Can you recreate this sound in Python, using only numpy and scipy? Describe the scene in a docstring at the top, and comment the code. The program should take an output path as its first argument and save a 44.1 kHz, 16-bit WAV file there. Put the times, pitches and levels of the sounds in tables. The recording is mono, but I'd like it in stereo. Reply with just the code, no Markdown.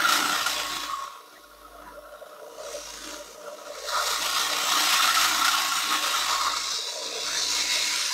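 """In a small workshop a drill-driven sanding pad works on a wooden bowl that spins on a lathe.
The pad lies flat on the wood, lifts to a light skim, bears down again and rolls onto its rim.
Noise through pose-dependent resonances makes the rasp; the end grain scratches twice a turn.
Noise-driven modes and swelling notes make the bowl's wall ring; short soft low notes swell and die.
Wandering tones make the drill's whine and the lathe's drone; a slow beat throbs in the mains hum."""
import sys
import numpy as np
from scipy import signal
from scipy.fft import rfft, irfft, next_fast_len
from scipy.io import wavfile
from scipy.ndimage import uniform_filter1d, map_coordinates

SR = 44100
rng = np.random.default_rng(int(sys.argv[2]) if len(sys.argv) > 2 else 0)


def store_wav(level_fs):
    """Save 16-bit WAV to argv[1]."""
    pcm = np.round(np.clip(np.atleast_2d(level_fs), -1, 1) * 32767)
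    wavfile.write(sys.argv[1], SR, pcm.T.astype(np.int16))


N = 358529
TIME = np.arange(N) / SR
SPINDLE_HZ = 29.48
SLIP_HZ = 0.872  # beat rate of the lathe motor

# pad on wood, the remaining share skims: (time [s], share on flat face [0-1], share on rim [0-1])
POSE = [(0, 0.92, 0.03), (1.0, 0.73, 0.15), (1.4, 0.63, 0.45), (1.75, 0.63, 0.1), (2.2, 0.9, 0),
        (2.7, 0, 0.19), (3.4, 0.24, 0), (3.9, 0.52, 0.35), (4.3, 0.67, 0.15), (6.1, 0.71, 0.18),
        (6.7, 0.08, 0.97), (7.35, 0.02, 0.89), (7.6, 0.19, 0.71), (8.0, 0, 0.64)]
# hand pressure on the pad: (time [s], level [dB re full pressure])
PRESSURE = [(0.22, -5.5), (0.8, -9.5), (1.02, -20), (1.2, -29.5), (2.13, -33), (2.49, -31), (2.73, -16.5),
            (3.1, -15), (3.38, -24), (3.7, -23.5), (3.88, -10), (4.08, -4.5), (4.51, -5), (4.85, -1),
            (5.62, -4.5), (6.2, -4.5), (7.11, -11.5), (7.18, -8), (7.63, -4.5)]
# friction colour on the flat face: (frequency [Hz], relative density [dB])
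FACE_COLOUR = [(500, -31), (740, -10), (1000, -17), (2400, -13.5), (4000, -12.5), (6300, -14.5),
               (8200, -17), (10200, -22), (12000, -13.5), (15000, -22)]
# bowl and pad resonances on the flat face: (centre [Hz], width at half lift [Hz], lift [dB])
FACE_MODES = [(1890, 350, 6), (3875, 210, 4.5), (5430, 690, 3.5), (15000, 240, 6)]
# chatter modes of the bowl's wall: (centre [Hz], half-width at -6 dB [Hz],
# weight [dB per unit of face share], weight [dB per unit of (2.5 - face share)])
WALL_MODES = [(965.4, 25, -20, 2.5), (1180, 218, -8.5, 3), (1255, 54, -4.5, 1.95), (1386, 68, 3, 0)]


def amp(db):
    """Gain of a level in dB."""
    return 10 ** (np.asarray(db) / 20)


def unit(x):
    """x scaled to rms 1."""
    return x / np.sqrt(np.mean(x ** 2) + 1e-20)


def curves(rows):
    """Each column after the time, interpolated to one value per sample."""
    time_s, *columns = np.transpose(rows)
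    return [np.interp(TIME, time_s, column) for column in columns]


def wobble(rate_hz):
    """Smooth random curve with rate_hz knots a second."""
    knots = rng.standard_normal(int(N * rate_hz / SR) + 4)
    return map_coordinates(knots, [TIME * rate_hz])


def filtered(x, response):
    """x times a response of frequency, zero-padded against wrap-around."""
    size = next_fast_len(N + SR // 2)
    return irfft(rfft(x, size) * response(np.fft.rfftfreq(size, 1 / SR)), size)[..., :N]


def coloured(x, spectrum, modes):
    """x through a broad spectrum with resonant peaks on it."""
    knots_hz, knots_db = np.transpose(spectrum)

    def response(hz):
        db = np.interp(np.log(hz + 1), np.log(knots_hz), knots_db)
        for centre_hz, width_hz, lift_db in modes:
            db = db + lift_db / (1 + (2 * (hz - centre_hz) / width_hz) ** 2)
        return amp(db)
    return filtered(x, response)


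def band(x, lo_hz, hi_hz, order=20):
    """The part of x between two frequencies."""
    def edge(ratio):
        return (1 + np.minimum(ratio, 10) ** order) ** -.5
    return filtered(x, lambda hz: edge(lo_hz / (hz + 1)) * edge(hz / hi_hz))


def tone(hz, drift_hz, rate_hz):
    """Sine of rms 1 whose pitch wanders a little."""
    pitch_hz = hz + drift_hz * wobble(rate_hz)
    return np.sqrt(2) * np.sin(2 * np.pi * np.cumsum(pitch_hz) / SR)


def add(track, start_s, sound):
    """Mix a short sound into the track at start_s."""
    part = track[max(round(start_s * SR), 0):][:len(sound)]
    part += sound[:len(part)]


def burst(peak_s, rise_s, hz, blur_rad):
    """Note with a randomly drifting phase that swells for rise_s, peaks at peak_s and dies."""
    t, out = np.arange(SR // 6) / SR, np.zeros(N)
    shape = (t / rise_s * np.exp(1 - t / rise_s)) ** 2
    drift = np.interp(t, np.linspace(0, t[-1], num=24), rng.standard_normal(size=24))
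    add(out, peak_s - rise_s, shape * np.sin(2 * np.pi * hz * t + blur_rad * drift))
    return out


def walls(x, t60_s=0.15, wet_db=-8):
    """Close walls and machine parts answer with a short decaying noise tail."""
    t = np.arange(SR // 4) / SR
    tail = rng.standard_normal(len(t)) * amp(-60 * t / t60_s)
    return x + amp(wet_db) * signal.fftconvolve(x, tail / np.linalg.norm(tail))[:N]


def shifting(x, depth_db, size=1024):
    """Random patches of the spectrum swell and fade, smoothed over time and frequency."""
    z = signal.stft(x, nperseg=size)[2]
    field = rng.standard_normal(z.shape)
    field = uniform_filter1d(field, size=4, axis=0)  # over frequency
    field = uniform_filter1d(field, size=9, axis=1)  # over time
    return signal.istft(z * amp(depth_db * unit(field)), nperseg=size)[1][:N]


def rubbing(rim_softens=0.4, hand_db=1.08, judder_db=0.77):
    """Contact force: end grain bites twice a turn, less on the pad's rim, and the hand trembles."""
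    # rough end grain: (place in the turn [0-1], 1/e half-width [turns], lift before rim softening [dB])
    end_grain = [(0.18, 0.14, 2), (0.68, 0.094, 3.5)]
    rim = np.clip(curves(POSE)[1], 0, 1)
    turns = SPINDLE_HZ * TIME
    bite_db = np.zeros(N)
    for place, width, lift_db in end_grain:
        offset = (turns - place + .5) % 1 - .5
        bite_db += lift_db * np.exp(-(offset / width) ** 2)
    tremble_db = hand_db * wobble(18) + judder_db * wobble(90)
    return unit(amp(bite_db * (1 - rim_softens * rim) + tremble_db))


def grit(force, spread_db=3):
    """Countless grains of random size scratch the wood in step with the contact force."""
    sizes = amp(spread_db * wobble(3000))
    return force * sizes * rng.standard_normal(N)


def air(level_db=-61.0):
    """A faint steady hiss of band-passed noise lies under everything."""
    return amp(level_db) * unit(band(rng.standard_normal(N), 9100, 13400, order=10))


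def lathe(hum_db=-58.0, mains_hz=50, beat_top_s=0.67, waver_db=4.5):
    """The rotor lags the mains slightly, so the hum throbs slowly; motor and belt drone above."""
    # motor and belt lines: (frequency [Hz], level before waver [dB])
    drone_lines = [(589, -62), (982, -64.5)]
    throb = np.cos(np.pi * SLIP_HZ * (TIME - beat_top_s)) ** 2
    out = amp(hum_db) * throb * np.sqrt(2) * np.sin(2 * np.pi * mains_hz * TIME)
    for hz, db in drone_lines:
        out += amp(db + waver_db * wobble(6.5)) * tone(hz, drift_hz=1.84, rate_hz=15)
    return out


def whine(force, hz=1096, waver_db=3.5, rough=0.23, ring_hz=1150, ring_width_hz=150, ring_db=-4.0):
    """Motor whine, loud during hard sanding and faint in the quiet stretches; a broad ring pulses around it."""
    # line level before waver: (time [s], level [dB])
    whine_level = [(0.23, -48.5), (0.94, -35.5), (1.16, -46), (1.35, -59.5), (3.48, -63.5), (4.0, -39.5),
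                   (5.73, -38.5), (6.42, -34.5), (6.85, -55.5)]
    level_db, = curves(whine_level)
    line = amp(waver_db * wobble(12)) * tone(hz, drift_hz=0.98, rate_hz=20)
    line = line * (1 + rough * wobble(130))
    ring = filtered(grit(force ** 2), lambda f: np.exp(-((f - ring_hz) / ring_width_hz) ** 2 / 2))
    return amp(level_db) * (line + amp(ring_db) * unit(ring))


def frame_rumble(force, note_hz=299, note_db=-6, throb_db=3, ripple_db=2, throb_top_s=0.2,
                 throb_above_hz=215):
    """Rubbing shakes the lathe's frame; its ring throbs twice and ripples four times a motor beat."""
    # rumble level: (time [s], level [dB])
    rumble_level = [(0.15, -44), (0.8, -51.5), (1.15, -69), (1.7, -58.5), (2.3, -67), (3.1, -54),
                    (3.95, -68), (4.2, -53.5), (4.8, -48.5), (5.9, -50.5), (6.8, -63), (7.15, -54.5),
                    (8.0, -55.5)]
    # frame colour: (frequency [Hz], relative density [dB])
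    frame_colour = [(20, -39), (70, -25), (120, -11), (200, -7), (260, -9.5), (350, -2), (420, -8.5),
                    (600, -46)]
    # frame resonance: (centre [Hz], width at half lift [Hz], lift [dB])
    frame_modes = [(298, 32, 9.5)]
    level_db, = curves(rumble_level)
    beat = 4 * np.pi * SLIP_HZ * (TIME - throb_top_s)
    throb = amp(throb_db * np.cos(beat) + ripple_db * np.cos(2 * beat))
    drive = shifting(grit(force), depth_db=2.5, size=2048)
    rumble = unit(coloured(drive, frame_colour, frame_modes))
    upper = band(rumble, throb_above_hz, SR / 2)
    ring = upper + amp(note_db) * tone(note_hz, drift_hz=2.78, rate_hz=14)
    return amp(level_db) * (rumble - upper + throb * ring)


def hollow_note(force, gain_db=-2.0):
    """Rubbing shakes the air in the bowl in uneven lumps; its resonances change under the pad's rim."""
    # note level re gain_db: (time [s], level [dB])
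    note_level = [(0.43, -42), (1.31, -54), (2.22, -45), (3.7, -42.5), (3.95, -40.5), (5.39, -49.5),
                  (5.64, -68), (5.92, -43.5), (6.75, -50), (6.97, -39), (8.06, -49)]
    # note colour: (frequency [Hz], relative density [dB])
    note_colour = [(280, -46), (420, -7), (500, -3), (650, 1), (720, -1), (820, -13), (1200, -64)]
    # resonances off and on the rim: (centre [Hz], width at half lift [Hz], lift [dB])
    flat_modes = [(465.5, 41, 11), (588.5, 56, 14)]
    rim_modes = [(440, 110, 11.5)]
    level_db, = curves(note_level)
    rim = np.clip(curves(POSE)[1], 0, 1)
    drive = shifting(grit(force), depth_db=4.5)
    note = (1 - rim) * unit(coloured(drive, note_colour, flat_modes))
    note += rim * unit(coloured(drive, note_colour, rim_modes))
    return amp(level_db + gain_db) * unit(note)


def soft_notes(hz=592.2, rise_s=0.016, blur_rad=0.79):
    """Short soft notes near 590 Hz swell and die."""
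    # notes: (time of peak [s], peak level [dB])
    note_rows = [(1.982, -41), (2.132, -38.5), (2.221, -34.5), (2.326, -40.5), (2.429, -38), (2.471, -39.5),
                 (2.751, -29.5), (3.211, -36), (3.385, -38), (3.532, -35), (3.661, -40), (3.848, -34.5),
                 (3.928, -32.5), (3.978, -30.5), (4.031, -33), (4.519, -30)]
    return sum(amp(db) * burst(s, rise_s, hz, blur_rad) for s, db in note_rows)


def squeaks():
    """Stick and slip gathers noise around one pitch: narrow bands squeak, wide ones brush."""
    # swells: (start [s], length [s], pitch [Hz], half-width at -6 dB [Hz], rms level at the top [dB])
    squeak_rows = [(1.335, 0.063, 1900, 160, -53), (1.8, 0.15, 1700, 180, -53),
                   (7.24, 0.093, 1390, 130, -36), (7.262, 0.21, 1690, 150, -39),
                   (7.45, 0.8, 2350, 460, -36), (6.8, 1.7, 988, 10, -47), (7.42, 0.75, 2160, 15, -39),
                   (7.4, 0.9, 4253, 15, -42)]
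    out = np.zeros(N)
    freqs = np.fft.rfftfreq(2 * SR, 1 / SR)
    for start_s, length_s, hz, width_hz, db in squeak_rows:
        t = np.arange(int(length_s * SR)) / SR
        noise = rfft(rng.standard_normal(2 * SR))
        narrow = irfft(noise / (1 + 1j * (freqs - hz) / width_hz) ** 2)
        swell = np.sin(np.pi * t / length_s) ** 2
        add(out, start_s, amp(db) * swell * unit(narrow[:len(t)]))
    return out


def singing(hz=2783, gain_db=-47, waver_db=3):
    """A thin high note sings along with the rasp, its level following the pressure."""
    pressure_db, = curves(PRESSURE)
    level_db = pressure_db + gain_db + waver_db * wobble(14)
    return amp(level_db) * tone(hz, drift_hz=0.67, rate_hz=29)


def judders(rise_times_width=0.7, blur_rad=1.23):
    """The pad grabs and the wall rings out; the narrower the nearest mode, the longer it sounds."""
    # grabs: (time of peak [s], pitch [Hz], peak level [dB])
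    grabs = [(0.055, 1368, -15.5), (0.096, 1357, -18.5), (0.129, 1366, -18.5), (0.283, 1322, -24.5),
             (0.395, 1370, -28), (0.467, 1396, -22), (0.899, 1190, -25), (0.936, 1150, -27),
             (0.943, 1180, -24), (1.655, 1277, -41.5), (1.879, 988, -41), (2.058, 1370, -40),
             (3.466, 1365, -37), (3.947, 1380, -24.5), (4.762, 1228, -23.5), (4.871, 1380, -24),
             (5.002, 1340, -19.5), (5.047, 1357, -20), (5.09, 1354, -21), (5.175, 1300, -17.5),
             (5.42, 1335, -18.5), (5.452, 1360, -17), (5.485, 1396, -18.5), (5.548, 1367, -20),
             (5.724, 1385, -22), (5.919, 1300, -23), (6.146, 1358, -22), (7.03, 998, -39),
             (7.545, 990, -37), (7.918, 990, -40), (8.12, 990, -34)]
    centres_hz, widths_hz = np.transpose(WALL_MODES)[:2]
    out = np.zeros(N)
    for peak_s, hz, db in grabs:
        nearest = np.argmin(np.abs(centres_hz - hz))
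        rise_s = rise_times_width / widths_hz[nearest]
        out += amp(db) * burst(peak_s, rise_s, hz, blur_rad)
    return out


def catches(gain_db=-22, rise_s=0.0014, t60_s=0.25, count=3, fade_db=7):
    """The paper snags on a rough spot: a short harsh scrape, weaker by fade_db on each next turn."""
    # first snags: (time [s], level re gain_db [dB])
    snags = [(0.086, -1), (0.122, -7), (0.461, -3), (4.891, -1.5), (5.143, 0), (5.208, -5), (5.446, 0.5)]
    t, force = np.arange(SR // 8) / SR, np.zeros(N)
    shape = amp(-60 * t / t60_s) * (1 - np.exp(-t / rise_s))
    for s, db in snags:
        for turn in range(count):
            add(force, s + turn / SPINDLE_HZ, amp(db + gain_db - fade_db * turn) * shape)
    scrape = coloured(rng.standard_normal(N), FACE_COLOUR, FACE_MODES)
    return force * unit(band(scrape, 470, 9500, order=6))


def chatter(force, gain_db=-1.7, flutter_db=2.5, surge_db=2.5):
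    """Friction rings each mode of the bowl's wall in its own uneven bursts."""
    # ringing level re gain_db: (time [s], level [dB])
    ring_level = [(0.09, -26.5), (0.48, -31.5), (0.58, -37.5), (1.0, -45), (1.3, -55), (1.74, -47.5),
                  (2.23, -50.5), (3.84, -46.5), (3.96, -27), (4.29, -34.5), (4.65, -29.5), (5.45, -28),
                  (5.67, -32.5), (6.43, -29), (6.74, -43)]
    level_db, = curves(ring_level)
    face = np.clip(curves(POSE)[0], 0, 1)
    out, power = np.zeros(N), np.zeros(N)
    for centre_hz, width_hz, face_db, other_db in WALL_MODES:
        ring = filtered(grit(force), lambda hz: 1 / (1 + 1j * (hz - centre_hz) / width_hz) ** 2)
        bursts = force * amp(flutter_db * wobble(45) + surge_db * wobble(13))
        strength = amp(face * face_db + (2.5 - face) * other_db)
        out += strength * unit(ring * bursts)
        power += strength ** 2
    return amp(level_db + gain_db) * out / np.sqrt(power)


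def hollowed(x):
    """Sound reflected off the bowl cancels bands of the rasp, each sinking and coming back."""
    # cancelled bands: (start [s], length [s], centre [Hz], 1/e half-width [Hz], greatest depth [dB])
    cancelled_bands = [(0.82, 0.9, 790, 120, -6), (1.05, 1.55, 8000, 1300, -6), (6.35, 1.2, 3050, 280, -6),
                       (3.68, 0.55, 2870, 580, -11), (3.95, 0.85, 1600, 170, -12)]
    for start_s, length_s, centre_hz, width_hz, db in cancelled_bands:
        depth = np.sqrt(np.abs(np.sin(np.pi * np.clip((TIME - start_s) / length_s, 0, 1))))
        part = filtered(x, lambda hz: np.exp(-((hz - centre_hz) / width_hz) ** 2))
        x = x - depth * (1 - amp(db)) * part
    return x


def sanding(force):
    """Scratches sound through bowl and pad: pressure sets the level, pose the resonances."""
    # friction colour on the rim and in the skim: (frequency [Hz], relative density [dB])
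    rim_colour = [(600, -54), (1400, -9.5), (3100, -15.5), (4000, -3.5), (6300, -9), (8200, -19.5),
                  (10200, -26), (12000, -21.5), (15000, -33)]
    skim_colour = [(600, -67), (1400, -3), (2200, -11.5), (4000, -13.5), (6500, -5.5), (8000, -16),
                   (10200, -3), (12000, 3.5), (15000, -14)]
    # resonances on the rim and in the skim: (centre [Hz], width at half lift [Hz], lift [dB])
    rim_modes = [(1655, 82, 5.5), (2210, 520, 10.6), (2690, 160, 9.4), (3966, 110, 3.7), (15000, 330, 12)]
    skim_modes = [(2910, 330, 9.1), (15500, 490, 14)]
    # rows rasp, hiss, dust fizz: (level at full pressure [dB], growth [dB per dB of pressure],
    # lift on the flat face [dB], lift on the rim [dB])
    friction = [(-30, 1.13, 6, -2), (-25.5, 1.0866, -1.03, 4.5), (-39, 1.23, 5.5, -2.6)]
    pressure_db, = curves(PRESSURE)
    face, rim = np.clip(curves(POSE), 0, 1)
    shares = np.array([face, rim, np.clip(1 - face - rim, 0, 1)])
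    weights = np.sqrt(shares / shares.sum(axis=0))
    poses = [(FACE_COLOUR, FACE_MODES), (rim_colour, rim_modes), (skim_colour, skim_modes)]
    voices = []
    for colour, modes in poses:
        scratches = shifting(walls(grit(force)), depth_db=3.0)
        voices.append(coloured(scratches, colour, modes))
    voices = np.array(voices)
    edges_hz = [600, 3450, 8500, SR / 2]
    out = np.zeros(N)
    for row, lo_hz, hi_hz in zip(friction, edges_hz, edges_hz[1:]):
        full_db, growth, face_db, rim_db = row
        level_db = full_db + growth * pressure_db + face_db * face + rim_db * rim
        parts = band(voices, lo_hz, hi_hz, order=26)
        out += amp(level_db) * sum(w * unit(part) for w, part in zip(weights, parts))
    return out


def scene():
    """One contact force drives rasp, wall, frame and whine's ring; all sum to two equal channels."""
    force = rubbing()
    background = air() + lathe() + whine(force) + frame_rumble(force) + hollow_note(force)
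    details = soft_notes() + squeaks() + singing() + judders() + catches()
    mono = background + details + chatter(force) + hollowed(sanding(force))
    return np.array([mono, mono])


def record(dry, top_hz=15700):
    """Steep band-pass, with nothing kept from top_hz up."""
    return filtered(band(dry, 15, 16600, order=110), lambda hz: hz < top_hz)


dry = scene()
out = record(dry)
store_wav(out)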